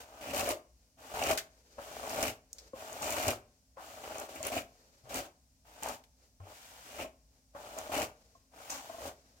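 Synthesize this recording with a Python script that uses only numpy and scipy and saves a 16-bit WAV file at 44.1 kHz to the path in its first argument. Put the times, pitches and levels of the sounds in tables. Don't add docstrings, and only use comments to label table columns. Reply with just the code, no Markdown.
import sys
import numpy as np
from scipy import signal
from scipy.fft import rfft, irfft, next_fast_len
from scipy.io import wavfile

SR = 44100
rng = np.random.default_rng(int(sys.argv[2]) if len(sys.argv) > 2 else 0)


def master_out(mix):
    frames = np.transpose(np.atleast_2d(mix))
    ceiling = np.clip(frames, -1, 1)
    pcm = np.round(ceiling * 32767).astype(np.int16)
    wavfile.write(sys.argv[1], SR, pcm)


N = 414540
T = np.arange(N) / SR
SIZE = next_fast_len(N + SR)
FREQS = np.maximum(np.arange(SIZE // 2 + 1) * SR / SIZE, 1)


def undb(db):
    return 10 ** (np.asarray(db) / 20)

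def unit(x):
    return x / np.sqrt(np.mean(x ** 2))

def contour(points):
    hz, db = np.transpose(points)
    return undb(np.interp(np.log(FREQS), np.log(hz), db))

def resonances(modes, skirt_db):
    power = sum(undb(db) ** 2 / (1 + ((FREQS / hz - hz / FREQS) * hz / width) ** 2)
                for hz, width, db in modes)
    octaves_outside = np.abs(np.log2(FREQS / np.clip(FREQS, modes[0][0], modes[-1][0])))
    return np.sqrt(power) * undb(-skirt_db * octaves_outside)

def ring(x, gain):
    cepstrum = irfft(np.log(gain + 1e-6), SIZE)
    cepstrum[1:SIZE // 2] *= 2
    cepstrum[SIZE // 2 + 1:] = 0
    return irfft(rfft(x, SIZE) * np.exp(rfft(cepstrum)), SIZE)[..., :N]

def bend(x, ratio):
    place = np.cumsum(ratio) % N
    return np.array([np.interp(place, np.arange(N), channel) for channel in x])

def noise():
    return rng.standard_normal((2, N))

def waver(rate):
    points = rng.standard_normal(N // 20)
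    return np.interp(T * rate, np.arange(len(points)), points)

def fade(t60):
    return undb(-60 * T[:SR // 2] / t60)

def add(out, s, sound):
    start = int(s * SR)
    out[:, start:start + sound.shape[-1]] += sound[..., :N - start]

def slips(rate, scatter_db, t60):
    onsets = rng.random(N) < rate / SR
    sizes = onsets * undb(scatter_db * np.minimum(rng.exponential(size=N), 3))
    energy = signal.lfilter([1], [1, -undb(-120 / (t60 * SR))], sizes ** 2)
    return unit(np.sqrt(energy) * noise())

def catches(rate, size, hold_s):
    jumps = (rng.random(N) < rate / SR) * size * rng.uniform(0.71, 1, N)
    energy = signal.lfilter([1], [1, -np.exp(-1 / (hold_s * SR))], jumps ** 2)
    return unit(np.sqrt(1 + energy))

def contact(length_s, swell_db, attack_s, release_s=0.023):
    t = T[:int((length_s + .5) * SR)]
    attack = np.sin(np.pi / 2 * np.minimum(t / attack_s, 1)) ** 1.415
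    progress = np.minimum(t / length_s, 1)
    release = np.exp(-np.maximum(t - length_s, 0) / release_s)
    return attack * undb(swell_db * (progress - .5)) * release


# start, length and settling time of the hair in seconds,
# pull, friction and swell in dB, pitch ratio of the pad.
STROKES = [(0.021, 0.41, 0.0046, -53.5, -60.5, 17.5, 1.126), (0.964, 0.37, 0.056, -48, -53.5, 22, 1.064),
           (1.763, 0.46, 0.067, -47, -52, 12, 1.08), (2.725, 0.6, 0.088, -47, -51, 10, 1.08),
           (3.756, 0.5, 0.097, -52.5, -56.5, 2.5, 1.08), (4.28, 0.28, 0.016, -51.5, -55, 1.5, 1.0),
           (5.029, 0.2297, .12, -52.5, -61, 5, 0.98), (5.644, 0.3, .02, -58, -60.5, 16, 1.12),
           (6.411, 0.62, 0.15, -62.5, -58, 2.5, 1.23), (7.529, 0.48, .11, -50, -56, 6.5, 1.074),
           (8.501, 0.595, .16, -55.5, -56.5, 0.5, 1.14)]
# start and length in seconds, pull, friction
# and swell in dB, pitch ratio of the pad, handle thud and bristle rasp in dB.
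TUGS = [(0.0, 0.028, -53, -54, -5, 1.16, -0.5, -7), (0.206, 0.11, -48, -52.5, 5.5, 0.99, 9, 9.5),
        (0.331, 0.078, -37, -41, 5.5, 1.006, -1.5, -1.5), (0.428, 0.082, -36, -42.5, 7, 0.9, -3.5, -2.5),
        (1.136, 0.084, -42, -49, 7, 1.13, 1, 3.5), (1.221, 0.095, -34.5, -42.5, 4, 0.94, -3, 0.5),
        (1.78, 0.025, -50, -72, -4, 1.33, 8, 1), (2.099, 0.13, -44, -49.5, 2.5, 1.06, -2, 0),
        (2.224, 0.067, -40, -41, -2, 1.04, 4.5, 3), (3.021, 0.27, -40.5, -45, 2, 1.05, -1, 0.5),
        (3.278, 0.032, -35.5, -43, -2, 0.89, 5, 2.5), (3.767, 0.039, -52, -84, -2, 1.52, -5, -9),
        (4.033, 0.19, -45.5, -56, 0.5, 1.043, -1, 3), (4.354, 0.021, -47, -56, -7, 1.07, 7, 9),
        (4.427, 0.053, -43, -47.5, 5.5, 1.01, -2, 3.5), (4.515, 0.0689, -41, -45, 5.5, 0.98, 4.5, 4.5),
        (5.089, 0.056, -47.5, -50.5, 9.5, 1.05, 6, 2), (5.145, 0.05, -40, -43, -2, 1.0, 2, -2.5),
        (5.82, 0.081, -43.5, -49.5, 2, 1.124, 0.5, 1), (6.398, 0.13, -58.5, -73, 6, 1.02, 1, 0),
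        (6.848, 0.13, -56.5, -58.5, 7.5, 0.98, 4.5, 6), (6.982, 0.047, -43, -51.5, 4, 0.96, 6, 6.5),
        (7.546, 0.035, -53, -67, -2, 1.5, 3, -17), (7.772, 0.019, -44.5, -52.5, 2, 1.004, -4, 0),
        (7.916, 0.12, -37, -43.5, 1, 1.05, 2.5, 2.5), (8.694, 0.098, -49.5, -50.5, -6, 1.43, -1.5, 1.5),
        (9.003, 0.077, -45.5, -52.5, 4.5, 0.98, 2, -7)]

def drag(bite_s=0.00636, pull_lead=0.56, slide_thud_db=-0.5, slide_rasp_db=-0.5):
    slides = [(s, length_s, *rest, slide_thud_db, slide_rasp_db, pull_lead * settle_s, settle_s)
              for s, length_s, settle_s, *rest in STROKES]
    tugs = [(*row, bite_s, bite_s) for row in TUGS]
    sums = np.full((5, N), 1e-18)
    for (s, length_s, pull_db, friction_db, swell_db, pitch, thud_db, rasp_db,
         pull_rise_s, friction_rise_s) in slides + tugs:
        pull = (undb(pull_db) * contact(length_s, swell_db, pull_rise_s)) ** 2
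        friction = (undb(friction_db) * contact(length_s, swell_db, friction_rise_s)) ** 2
        add(sums, s, np.array([pull, friction, pull * pitch, pull * thud_db, pull * rasp_db]))
    pull, friction, *weighted = sums
    timbre = np.array(weighted) / pull
    uneven_db = 0.23 * waver(rate=43)
    return 10 * np.log10(pull) + uneven_db, 10 * np.log10(friction) + uneven_db, *timbre


# frequency in Hz, bandwidth in Hz, relative level in dB.
PAD_MODES = [(397.6, 56, 0), (589, 96, 4.5), (690, 58, -3.5), (770, 123, -0.5), (1094, 65, -8.5),
             (1347, 46, -11)]
BRISTLE_MODES = [(1690, 93, -14), (2354, 620, -3), (2550, 230, -4.5), (2890, 170, -3)]
# frequency in Hz, relative spectral density in dB.
HANDLE_SPECTRUM = [(22, -42), (40, -10.5), (65, -2), (110, -2.5), (185, -10.5), (260, -1), (350, -5.5),
                   (500, -10.5), (900, -27.5), (2500, -47)]
SLIDE_SPECTRUM = [(900, -13.5), (1500, 5.5), (3000, 6.5), (3900, 3), (5000, 4), (6900, 5), (8000, 3),
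                  (10000, -2), (12500, -0.5), (15500, -2.5)]
TEAR_SPECTRUM = [(900, -17), (1500, -0.5), (3000, -3), (3900, 0), (5000, 1), (6900, 2), (8500, 0),
                 (10000, -4), (13800, -0.5), (15500, -7)]

def brushing():
    pull_db, friction_db, pitch, thud_db, rasp_db = drag()
    tangled = np.clip((friction_db + 53.5) / 14, 0, 1)
    jerks = catches(rate=160, size=1.9, hold_s=.002)
    flicks = jerks * slips(rate=1800, scatter_db=-1.5, t60=0.0035)
    pad = unit(ring(flicks, resonances(PAD_MODES, skirt_db=7.0)))
    pad = bend(pad, pitch) * undb(pull_db - 1.0)
    handle = unit(ring(jerks * noise(), contour(HANDLE_SPECTRUM)))
    handle *= undb(pull_db + thud_db - 12.5 + 3 * tangled)
    scrapes = jerks * slips(rate=1700, scatter_db=-1.5, t60=0.0092)
    bristles = unit(ring(scrapes, resonances(BRISTLE_MODES, skirt_db=25.5)))
    bristles *= undb((pull_db + friction_db) / 2 + rasp_db - 12 + 7.9 * tangled)
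    hiss = slips(rate=5000, scatter_db=0.6, t60=0.009)
    slide = unit(ring(hiss, contour(SLIDE_SPECTRUM))) * undb(friction_db - 1.0)
    crackle = jerks * slips(rate=2200, scatter_db=1.3, t60=0.005)
    tear = unit(ring(crackle, contour(TEAR_SPECTRUM))) * undb(friction_db - 0.5)
    return pad + handle + bristles + np.sqrt(1 - tangled) * slide + np.sqrt(tangled) * tear


# frequency in Hz, relative spectral density in dB.
AMBIENT_SPECTRUM = [(25, -27), (40, -2), (60, 8.5), (80, -4.5), (110, -4.5), (195, -11), (245, -7),
                    (360, -26), (620, -17), (1300, -32.5), (2500, -28.5), (3500, -30.5), (5500, -21.5),
                    (9500, -29), (15500, -34)]

def ambience(air_db=-69, hum_hz=263, hum_db=-80):
    air = unit(ring(noise(), contour(AMBIENT_SPECTRUM)))
    hum = undb(3 * waver(rate=6)) * np.sin(2 * np.pi * hum_hz * T + waver(rate=10))
    return undb(air_db) * air + undb(hum_db) * hum


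# start in seconds, relative level in dB, pitch in Hz.
KNOCKS = [(0.334, -25.5, 584), (0.427, -23, 594), (0.491, -28, 690), (0.522, -27, 611.6), (1.139, -31, 741),
          (1.307, -19.5, 653), (1.324, -24.5, 623.6), (1.782, -34.5, 566), (2.035, -32.5, 560.8),
          (2.225, -25, 655.7), (2.733, -30, 525), (3.014, -31, 840.4), (3.281, -20, 691),
          (3.77, -40, 545.6), (4.403, -32.5, 633), (4.517, -26.5, 701.6), (4.564, -22, 687),
          (5.824, -32, 874), (6.402, -56.5, 699), (7.044, -33, 633.4), (7.548, -37.5, 570.5),
          (7.776, -33.5, 639.1), (7.894, -31, 626), (8.351, -53, 680), (8.895, -32.5, 666),
          (8.942, -38.5, 681.4), (8.982, -35, 669)]

def knocks(upper_hz=1070, upper_growth=0.36, t60=0.079, rise_s=0.0023, jolt_db=-15, gain_db=-2.0):
    rings, blows, t = np.zeros((2, N)), np.zeros((2, N)), T[:SR // 2]
    envelope = undb(gain_db) * fade(t60) * (1 - np.exp(-t / rise_s))
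    for s, db, hz in KNOCKS:
        lower = undb(db) * np.sin(2 * np.pi * hz * t)
        upper = undb(upper_growth * db - 32) * np.sin(2 * np.pi * upper_hz * t)
        add(rings, s, envelope * (lower + upper))
        add(blows, s, envelope * undb(db))
    handle = unit(ring(noise(), contour(HANDLE_SPECTRUM)))
    return rings + undb(jolt_db) * blows * handle


# start in seconds, relative level in dB, pitch in Hz.
SNAPS = [(0.337, -40, 8000), (0.379, -25, 7800), (0.4, -36, 6800), (0.4906, -18, 9000),
         (1.237, -18.5, 5900), (2.095, -28, 5570), (2.227, -17.5, 7100), (2.53, -25.5, 6400),
         (2.9286, -28.5, 6885), (3.1057, -22.5, 7370), (3.1246, -22.5, 7376), (3.2814, -16.5, 6980),
         (4.183, -28.5, 6880), (4.1996, -26, 6996), (4.3544, -32.5, 8950), (4.4289, -21.5, 6980),
         (4.4503, -26, 6704), (4.4686, -18.5, 10400), (5.1433, -20, 7400), (5.8333, -20.5, 6793),
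         (5.887, -24, 6950), (7.787, -26, 6854), (7.9824, -26, 6766), (8.019, -22, 6160),
         (8.7023, -30, 6432)]

def snaps(t60=0.014, width_hz=1700, crack_db=-14, gain_db=-4.0, lowest_hz=4400):
    out = np.zeros((2, N))
    for s, db, hz in SNAPS:
        crack = rng.standard_normal((2, SR // 2)) * fade(t60)
        tip = signal.lfilter(*signal.iirpeak(hz, hz / width_hz, fs=SR), crack)
        tick = tip + undb(crack_db) * crack
        add(out, s, tick * undb(db + gain_db) / np.abs(tick).max())
    return signal.sosfilt(signal.butter(4, lowest_hz, "high", fs=SR, output="sos"), out)


# centre in seconds, level in dB, half length in seconds.
ARM_SWINGS = [(0.843, -77.5, 0.085), (1.565, -70, 0.072), (1.744, -65, 0.082), (2.629, -64, 0.098),
              (3.54, -79, 0.079), (4.857, -69.5, 0.36), (5.499, -95.5, 0.094), (6.241, -69, 0.055),
              (7.361, -73, 0.053), (8.27, -71.5, 0.17), (9.278, -70, 0.23)]
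# frequency in Hz, relative spectral density in dB.
CLOTH_SPECTRUM = [(200, -10.5), (450, 7.5), (680, 1.5), (1200, -10), (2500, -8), (3400, -12), (5000, -5.5),
                  (6800, -7.5), (10000, -18.5), (12500, -14.5), (15500, -26)]

def sleeve():
    swing = sum(undb(db) * np.exp(-((T - s) / half_s) ** 2) for s, db, half_s in ARM_SWINGS)
    flutter = undb(2 * waver(rate=59))
    return swing * flutter * unit(ring(noise(), contour(CLOTH_SPECTRUM)))


# start in seconds, level in dB, 60 dB decay time in seconds,
# brightest frequency in Hz, its prominence in dB.
WHIPS = [(1.375, -32.5, .11, 2200, 6.5), (2.583, -51, 0.11, 5180, 12), (3.02, -43, 0.32, 7004, 26),
         (6.038, -62.5, 0.078, 2470, 10), (8.701, -42.5, 0.3, 6290, 16)]

def whips(width_hz=1600):
    out = np.zeros((2, N))
    crackle = ring(slips(rate=5000, scatter_db=2, t60=.002), contour(TEAR_SPECTRUM))
    for s, db, t60, hz, peak_db in WHIPS:
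        spray = np.roll(crackle, -int(s * SR), axis=1)[:, :SR // 2]
        peak = undb(peak_db) * signal.lfilter(*signal.iirpeak(hz, hz / width_hz, fs=SR), spray)
        add(out, s, undb(db) * unit(spray + peak) * fade(t60))
    return out


# start in seconds, peak level in dB, pitch in Hz.
BUMPS = [(3.268, -38.5, 112), (5.035, -54, 122), (6.399, -45, 94.8)]

def bumps(t60=0.18, rise_s=0.011):
    out, t = np.zeros((2, N)), T[:SR // 2]
    for s, db, hz in BUMPS:
        thud = np.sin(2 * np.pi * hz * t) * fade(t60) * (1 - np.exp(-t / rise_s))
        add(out, s, undb(db) * thud / thud.max())
    return out


ROOM_T60_S = (.38, .2)

def bathroom(x, split_hz=1000, low_db=-9, high_db=-12, delay_s=0.0005):
    reflections = rng.standard_normal((2, SR // 2))
    lows = signal.sosfilt(signal.butter(1, split_hz, fs=SR, output="sos"), reflections)
    onset = np.clip(T[:SR // 2] / delay_s - 1, 0, 1)
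    tail = 0
    for band, t60, db in zip((lows, reflections - lows), ROOM_T60_S, (low_db, high_db)):
        decay = fade(t60) * onset
        tail = tail + band * decay * undb(db) / np.linalg.norm(decay)
    return x + signal.fftconvolve(x, tail, axes=1)[:, :N]


# frequency in Hz, gain of side over mid in dB.
STEREO_WIDTH = [(120, -16), (330, -16.5), (650, -14), (900, -6), (1400, 7.5), (2200, -4.5), (2900, -1),
                (3800, 2), (5500, -0.5), (7200, 1), (10000, -0.5), (15000, -0.5)]
# frequency in Hz, gain of left over right in dB.
STEREO_BALANCE = [(100, 0.5), (550, 0.5), (750, 2), (1100, 4), (2500, 0.5), (5000, 2.5), (6800, 4.5),
                  (7900, -2), (10000, -1.5), (13500, -1), (15500, 6)]

def microphone(mid, side):
    side = ring(side, contour(STEREO_WIDTH))
    lean = np.sqrt(contour(STEREO_BALANCE))
    return np.array([ring(mid + side, lean), ring(mid - side, 1 / lean)])

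def scene():
    sources = brushing() + snaps() + knocks() + bumps() + whips() + sleeve()
    mid, side = bathroom(sources) + ambience()
    return microphone(mid, side)

def record(dry, top_hz=16000):
    return signal.sosfilt(signal.ellip(10, .2, 70, top_hz, fs=SR, output="sos"), dry)


dry = scene()
out = record(dry)
master_out(out)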